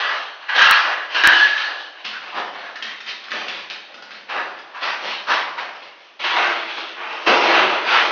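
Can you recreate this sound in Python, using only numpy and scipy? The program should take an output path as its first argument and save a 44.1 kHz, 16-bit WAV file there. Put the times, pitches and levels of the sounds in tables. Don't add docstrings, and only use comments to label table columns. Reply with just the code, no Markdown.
import sys
import numpy as np
from scipy import signal
from scipy.fft import rfft, irfft
from scipy.io import wavfile

SR = 44100
rng = np.random.default_rng(int(sys.argv[2]) if len(sys.argv) > 2 else 0)


def generate_wav(signal):
    frames = np.transpose(np.atleast_2d(signal))
    scaled = np.clip(frames, -1, 1) * 32767
    pcm = np.round(scaled).astype(np.int16)
    wavfile.write(sys.argv[1], SR, pcm)


N = 357651
TIME = np.arange(N) / SR
FREQS = np.maximum(np.arange(N // 2 + 1) * SR / N, 1)

# frequency_hz, t60_s
WALL_DECAY = [(200, 1.2), (530, 1.2), (1400, 0.71), (3700, 0.6), (7000, 0.55)]
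# frequency_hz, level_db
ROOM_TONE_SPECTRUM = [(88, -57), (150, -30.5), (299, -4.5), (543, -5), (3340, -4.5), (3740, -7.5),
                      (6250, -19.5), (7000, -41.5), (9100, -72), (15400, -120)]
SHUFFLE_SPECTRUM = [(53, -83.5), (90, -38.5), (228, -19), (346, -12), (439, -11), (567, -4.5), (609, -5.5),
                    (944, 2.5), (1380, 1.5), (1790, 0.5), (2070, -6), (4360, -22), (5940, -33.5),
                    (7000, -54), (9100, -84), (15400, -120)]
FOIL_SPECTRUM = [(80, -34), (200, -7.5), (600, -11), (1500, 1.5), (2200, -1), (3500, -1.5), (5000, -6),
                 (6800, -22.5)]
CATCH_SPECTRUM = [(100, -51), (300, -10), (700, -14.5), (1500, 0), (2800, -4.5), (4500, -21), (6800, -30.5)]
CORNER_SPECTRUM = [(71, -57.5), (120, -33.5), (172, -37.5), (237, -14), (276, -17), (350, -2), (395, -9),
                   (460, -5.5), (518, -4.5), (940, 1), (1300, 1), (2790, -2.5), (4060, -11), (6320, -28),
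                   (7000, -48), (9100, -75), (15400, -120)]
SWEEP_SPECTRUM = [(90, -88.5), (150, -52.5), (230, -37), (320, -25), (390, -24), (440, -19.5), (700, -9.5),
                  (1100, 1), (1400, -1.5), (1750, 3), (2200, -5), (2890, -4.5), (4320, -9), (6250, -24),
                  (7000, -45.5)]
# centre_hz, width_hz, lift_db
SHUFFLE_RESONANCES = [(238, 21, 1.6), (544, 48, 1.1), (735, 35, 1), (1120, 82, 3)]
CORNER_RESONANCES = [(243, 21, 4.8), (450, 34.4, 4), (640, 44, 4), (837, 35, 3), (958, 45, 2.7),
                     (1130, 40, 2), (1330, 46, 2.4), (1410, 20, 3), (2527, 27, 1.5), (4112, 13, 4)]
BLADE_RESONANCES = [(870, 63, 2), (1500, 62, 3.5), (1560, 39, 0.5), (1665, 40, 6), (2890, 610, 5),
                    (3160, 50, 4.5), (3900, 70, -0.5), (3920, 40, 5), (4300, 36, 4.5)]
# start_s, rise_s, length_s, level_db, body_db, grit_db (last two re level_db)
KNEE_SHUFFLES = [(2.04, 0.011, 0.089, -37, -10.5, 8), (2.21, .03, 0.12, -34, -12, -2.5),
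                 (2.33, .05, 0.046, -21, -7.5, -6), (2.52, 0.027, 0.18, -33.5, -10, -4),
                 (2.825, 0.033, .1, -38, -14, 3), (3.05, .04, 0.041, -36.5, -8.5, 9.5),
                 (3.2, 0.048, 0.087, -44.5, -8.5, 4.5), (3.32, .03, 0.11, -31, -2.5, 2),
                 (3.46, .03, 0.13, -35.5, -11.5, 4), (3.695, .015, .05, -39.5, -10, 6),
                 (3.85, 0.056, 0.55, -48, 0, 0.5), (4.105, .01, .06, -46, -11.5, 8),
                 (4.28, 0.022, .05, -25, -13, -5.5), (4.31, .05, 0.091, -22.5, -9.5, -8.5),
                 (4.5, .05, 0.22, -41, -9, -6.5), (4.73, .025, .05, -28.5, -20, -10),
                 (4.805, 0.03, 0.095, -20, -15, -4), (4.99, .06, .1, -29, -5, 2),
                 (5.08, .04, 0.037, -30.5, -13.5, 5.5), (5.265, .04, 0.089, -14.5, -15, -5.5),
                 (5.57, 0.018, 0.036, -23.5, -13, -6.5), (5.745, .01, 0.024, -43, -10.5, 3),
                 (5.81, .02, 0.018, -38, -4.5, 0.5), (5.96, 0.051, .13, -49.5, -12, 2)]
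CORNER_SCRAPES = [(6.19, 0.013, .04, -33, -9, 4), (6.235, .01, .09, -22, -17, -1.5),
                  (6.29, .09, 0.2, -18, -10.5, -5), (6.66, .04, .08, -34.5, -11, 3.5),
                  (6.75, 0.025, 0.048, -30, -8.5, 1), (6.94, 0.065, 0.18, -30.5, -10.5, -7),
                  (7.08, .05, 0.24, -31.5, -8, -2.5), (7.258, .016, 0.062, -13.5, -3.5, -4),
                  (7.38, .06, 0.22, -16, -5.5, -5.5), (7.52, 0.028, 0.074, -16, -9, -4.5),
                  (7.67, 0.033, 0.086, -25.5, -7, -4.5), (7.83, .11, 0.13, -13.5, -15, -3.5),
                  (8.0, .05, 0.13, -26.5, -4, -2)]
TROWEL_SWEEPS = [(0.0, 0.002, 0.16, -24.5, -9, -1.5), (0.39, 0.03, 0.12, -41, -17, -1),
                 (0.481, 0.013, .055, -23.5, -20, -6), (0.542, 0.023, 0.029, -22.5, -2.5, 5.5),
                 (0.57, 0.022, 0.18, -16.5, -25.5, 0.5), (0.83, 0.022, 0.1, -23, -8.5, -8.5),
                 (1.09, 0.035, 0.045, -33, -7, 4), (1.14, 0.014, 0.054, -24, -7.5, 3.5),
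                 (1.228, 0.013, 0.15, -20.5, -10.5, 4), (1.4, .04, 0.1, -31.5, -14, 5),
                 (1.55, 0.035, 0.07, -26, -18, 2), (1.67, 0.016, 0.033, -36.5, 1.5, -3),
                 (1.78, .012, 0.015, -44.5, -13.5, 9.5), (1.93, .06, .1, -45, -5, 2.5)]
# start_s, rise_s, length_s, level_db, pitch_hz
POUCH_CREAKS = [(2.12, .02, 0.049, -33, 1520), (2.62, 0.014, 0.069, -40.5, 1690),
                (2.75, 0.017, 0.026, -35.5, 1820), (2.83, .03, .14, -39, 1920)]
BLADE_JUDDERS = [(7.265, .015, .08, -23, 338), (7.54, .04, 0.12, -23, 369.2)]
BLADE_DAMPED_RING = [(0.0, .02, .17, -26.5, 1230), (0.57, .05, .2, -17.5, 1360),
                     (1.235, 0.015, .07, -17.5, 1580), (6.33, .11, .15, -23, 1532),
                     (7.86, .09, .12, -22.5, 1383)]
BLADE_MAIN_RING = [(0.0, .02, 0.1, -34, 1615), (0.565, .05, 0.083, -10.5, 1643),
                   (0.68, .04, 0.079, -18.5, 1677), (1.15, .01, .08, -19.5, 1623),
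                   (1.232, 0.0091, 0.11, -8.5, 1690), (1.38, .03, .085, -12.5, 1715),
                   (1.52, .03, .045, -21.5, 1710), (1.62, .03, 0.078, -26, 1712),
                   (1.8, 0.051, .17, -42, 1670)]
# time_s, level_db, ring_hz
FOIL_FOLDS = [(2.0495, -13.5, 3070), (2.1364, -25.5, 1530), (2.642, -38.5, 1740), (2.757, -17.5, 1850),
              (2.8243, -11.5, 3070), (3.0042, -18, 1910), (3.0618, -21, 2570), (3.0932, -18.5, 1880),
              (3.24, -25, 4320), (3.2838, -23.5, 1550), (3.3063, -17.5, 2560), (3.3176, -10, 1780),
              (3.4831, -12.5, 2957), (3.7, -14.5, 3390), (3.9424, -21.5, 1200), (4.0239, -21, 1345),
              (4.1076, -21, 1410), (4.5887, -24.5, 1780)]
# time_s, level_db
FLOOR_CATCHES = [(0.489, -14), (1.147, -3.5), (1.237, 2.5), (4.298, -23), (4.75, -21.5), (4.823, -26.5),
                 (5.283, -13.5), (5.581, -15), (6.198, -28.5), (6.236, -19.5), (7.270, 2)]
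# time_s, depth_full_scales, half_length_s
OVERLOAD_CLICKS = [(0.7117, 1.7, .00001), (1.2741, 2.0, .00003)]

# sag_db_per_s, release_db_per_s
SHUFFLE_EASING, CORNER_EASING, SWEEP_EASING, TONE_EASING = (12, 101.5), (10, 75), (14, 80), (15, 160)
FLAT_SHARE, SETTLE_S = .035, .06
BODY_EDGE_HZ, GRIT_EDGE_HZ = 700, 2400
MIC_TOP_HZ, CUTOFF_HZ = 6650, 15800


def from_db(db):
    return 10 ** (np.asarray(db) / 20)


def rms_one(x):
    return x / np.sqrt(np.mean(x ** 2) + 1e-20)


def at_hz(points, hz):
    f, value = np.transpose(points)
    return np.interp(np.log(hz), np.log(f), value)


def coloured(x, spectrum, lift_db=0):
    gain = from_db(at_hz(spectrum, FREQS) + lift_db)
    half = 4096
    grid = np.linspace(0, SR / 2, half + 1)
    cepstrum = irfft(np.log(np.interp(grid, FREQS, gain) + 1e-6))
    cepstrum[1:half] *= 2
    cepstrum[half + 1:] = 0
    impulse = irfft(np.exp(rfft(cepstrum)))[:half]
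    return signal.oaconvolve(x, impulse)[:N]


def drift(turns_per_s):
    knots = rng.standard_normal(N // 20)
    return rms_one(np.interp(TIME * turns_per_s, np.arange(len(knots)), knots))


def grains(per_s, spread_db):
    sizes = from_db(spread_db * np.minimum(rng.exponential(1, N), 4)) * rng.choice([-1, 1], N)
    return rms_one(sizes * (rng.random(N) < per_s / SR))


def burst(start_s, decay_s, texture):
    fade = (TIME >= start_s) * np.exp(-np.clip((TIME - start_s) / decay_s, 0, 50))
    return rms_one(texture * fade) * np.std(fade)


def push(start_s, rise_s, length_s, easing):
    sag_db_per_s, release_db_per_s = easing
    t = TIME - start_s
    held_s = np.clip(t - rise_s, 0, max(length_s - rise_s, 0))
    released_s = np.maximum(t - length_s, 0)
    fall_db = np.clip(sag_db_per_s * held_s + release_db_per_s * released_s, 0, 200)
    return np.clip(t / rise_s, 0, 1) * from_db(-fall_db)


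def room_tone():
    return from_db(-53) * rms_one(coloured(rng.standard_normal(N), ROOM_TONE_SPECTRUM))


def walls(x, wet_db):
    t, tail = TIME[:SR], 0
    edges_hz = np.geomspace(90, 9000, 9)
    for low, high in zip(edges_hz, edges_hz[1:]):
        bandpass = signal.butter(2, [low, high], "band", fs=SR, output="sos")
        decay = np.exp(-np.log(1000) * t / at_hz(WALL_DECAY, np.sqrt(low * high)))
        tail = tail + signal.sosfilt(bandpass, rng.standard_normal(SR)) * decay
    tail = tail * (t > .003)
    echo = rms_one(signal.oaconvolve(x, tail)[:N]) * np.std(x)
    return (x + from_db(wet_db) * echo) / np.hypot(1, from_db(wet_db))


def wandering(x, depth=.42, turns_per_s=12, q=20.8):
    bands = (signal.lfilter(*signal.iirpeak(hz, q, fs=SR), x) for hz in np.geomspace(700, 6000, 20))
    return x + depth * sum(drift(turns_per_s) * band for band in bands)


def rubbing(strokes, easing, colour, resonances, middle_db, grains_per_s, spread_db, slips_per_s, slip_db):
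    power = np.array([(from_db(db) * push(start_s, rise_s, length_s, easing)) ** 2
                      for start_s, rise_s, length_s, db, _, _ in strokes])
    body_db, grit_db = np.transpose(strokes)[-2:]
    contact = rms_one(grains(grains_per_s, spread_db) * from_db(slip_db * drift(slips_per_s)))
    lift_db = sum(db / (1 + (2 * (FREQS - hz) / width) ** 2) for hz, width, db in resonances)
    spectrum = rfft(coloured(wandering(contact), colour, lift_db))
    body = 1 / (1 + (FREQS / BODY_EDGE_HZ) ** 8)
    grit = 1 / (1 + (GRIT_EDGE_HZ / FREQS) ** 8)
    bands = [(body, body_db), (1 - body - grit, np.full(len(strokes), middle_db)), (grit, grit_db)]
    return sum(rms_one(irfft(spectrum * band, N)) * np.sqrt(from_db(db) ** 2 @ power)
               for band, db in bands)


def friction_tone(pushes, width_hz, steadiness):
    power, weighted_pitch = 1e-20, 1e-20 * pushes[0][-1]
    for start_s, rise_s, length_s, db, pitch_hz in pushes:
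        feed = (from_db(db) * push(start_s, rise_s, length_s, TONE_EASING)) ** 2
        glide = 1 - FLAT_SHARE * np.exp(-np.clip((TIME - start_s) / SETTLE_S, 0, 20))
        power = power + feed
        weighted_pitch = weighted_pitch + feed * pitch_hz * glide
    hz = weighted_pitch / power
    pole = np.exp(-np.pi * width_hz / SR)
    kicks = rng.standard_normal(N) + 1j * rng.standard_normal(N)
    swing = signal.lfilter([1 - pole], [1, -pole], kicks)
    swing = swing / (np.abs(swing) + .26 * np.std(swing)) ** steadiness
    tone = np.real(swing * np.exp(2j * np.pi * np.cumsum(hz) / SR))
    bandpass = signal.butter(2, [hz.min() / 2, hz.max() * 2], "band", fs=SR, output="sos")
    return rms_one(signal.sosfilt(bandpass, tone)) * np.sqrt(power)


def shuffling():
    return from_db(-1.5) * rubbing(
        KNEE_SHUFFLES, SHUFFLE_EASING, SHUFFLE_SPECTRUM, SHUFFLE_RESONANCES,
        middle_db=-2, grains_per_s=7000, spread_db=1.5, slips_per_s=150, slip_db=.1)


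def pouch_creak():
    return from_db(2.5) * friction_tone(POUCH_CREAKS, width_hz=180, steadiness=.2)


def pouch_crinkle():
    snaps, folds = grains(per_s=5500, spread_db=1.5), 0
    for time_s, db, ring_hz in FOIL_FOLDS:
        fold = burst(time_s, decay_s=.008, texture=snaps) + 1e-18
        fold[round(time_s * SR)] += 4
        ring = signal.lfilter(*signal.iirpeak(ring_hz, 2, fs=SR), fold)
        folds = folds + from_db(db) * (fold + from_db(-.5) * ring)
    return from_db(-.5) * coloured(folds, FOIL_SPECTRUM)


def catches():
    crunch = grains(per_s=5500, spread_db=4)
    blows = sum(from_db(db) * burst(time_s, decay_s=.0087, texture=crunch) for time_s, db in FLOOR_CATCHES)
    return from_db(3) * coloured(blows, CATCH_SPECTRUM)


def trowel_rasp():
    sweeps = rubbing(TROWEL_SWEEPS, SWEEP_EASING, SWEEP_SPECTRUM, BLADE_RESONANCES,
                     middle_db=3.5, grains_per_s=6000, spread_db=1, slips_per_s=160, slip_db=-.34)
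    corner = rubbing(CORNER_SCRAPES, CORNER_EASING, CORNER_SPECTRUM, CORNER_RESONANCES,
                     middle_db=0, grains_per_s=6000, spread_db=0, slips_per_s=130, slip_db=.05)
    return from_db(-2) * sweeps + from_db(-1) * corner


def blade_song():
    main_ring = friction_tone(BLADE_MAIN_RING, width_hz=38, steadiness=.7)
    judder = friction_tone(BLADE_JUDDERS, width_hz=22, steadiness=.45)
    damped_ring = friction_tone(BLADE_DAMPED_RING, width_hz=97, steadiness=.3)
    return from_db(-1) * main_ring + from_db(-2.5) * judder + damped_ring


def scene():
    scrapes = shuffling() + pouch_creak() + trowel_rasp() + blade_song()
    ticks = pouch_crinkle() + catches()
    return (room_tone() + walls(scrapes, wet_db=-7) + walls(ticks, wet_db=4))[None]


def record(dry):
    thin = signal.sosfilt(signal.butter(2, 70, "high", fs=SR, output="sos"), dry)
    rounded = thin / (1 + (thin / .82) ** 8) ** .125
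    heard = signal.sosfilt(signal.ellip(8, .3, 80, MIC_TOP_HZ, fs=SR, output="sos"), rounded)
    for time_s, depth, half_length_s in OVERLOAD_CLICKS:
        t = TIME - round(time_s * SR) / SR
        moment = np.exp(-(t / .0006) ** 2)
        crest = np.cos(2 * np.pi * 1650 * t)
        fold = depth * np.exp(-(t / half_length_s) ** 2)
        heard = heard * (1 - moment) + moment * (crest - fold)
    return signal.sosfilt(signal.ellip(10, .2, 80, CUTOFF_HZ, fs=SR, output="sos"), heard)


dry = scene()
out = record(dry)
generate_wav(out)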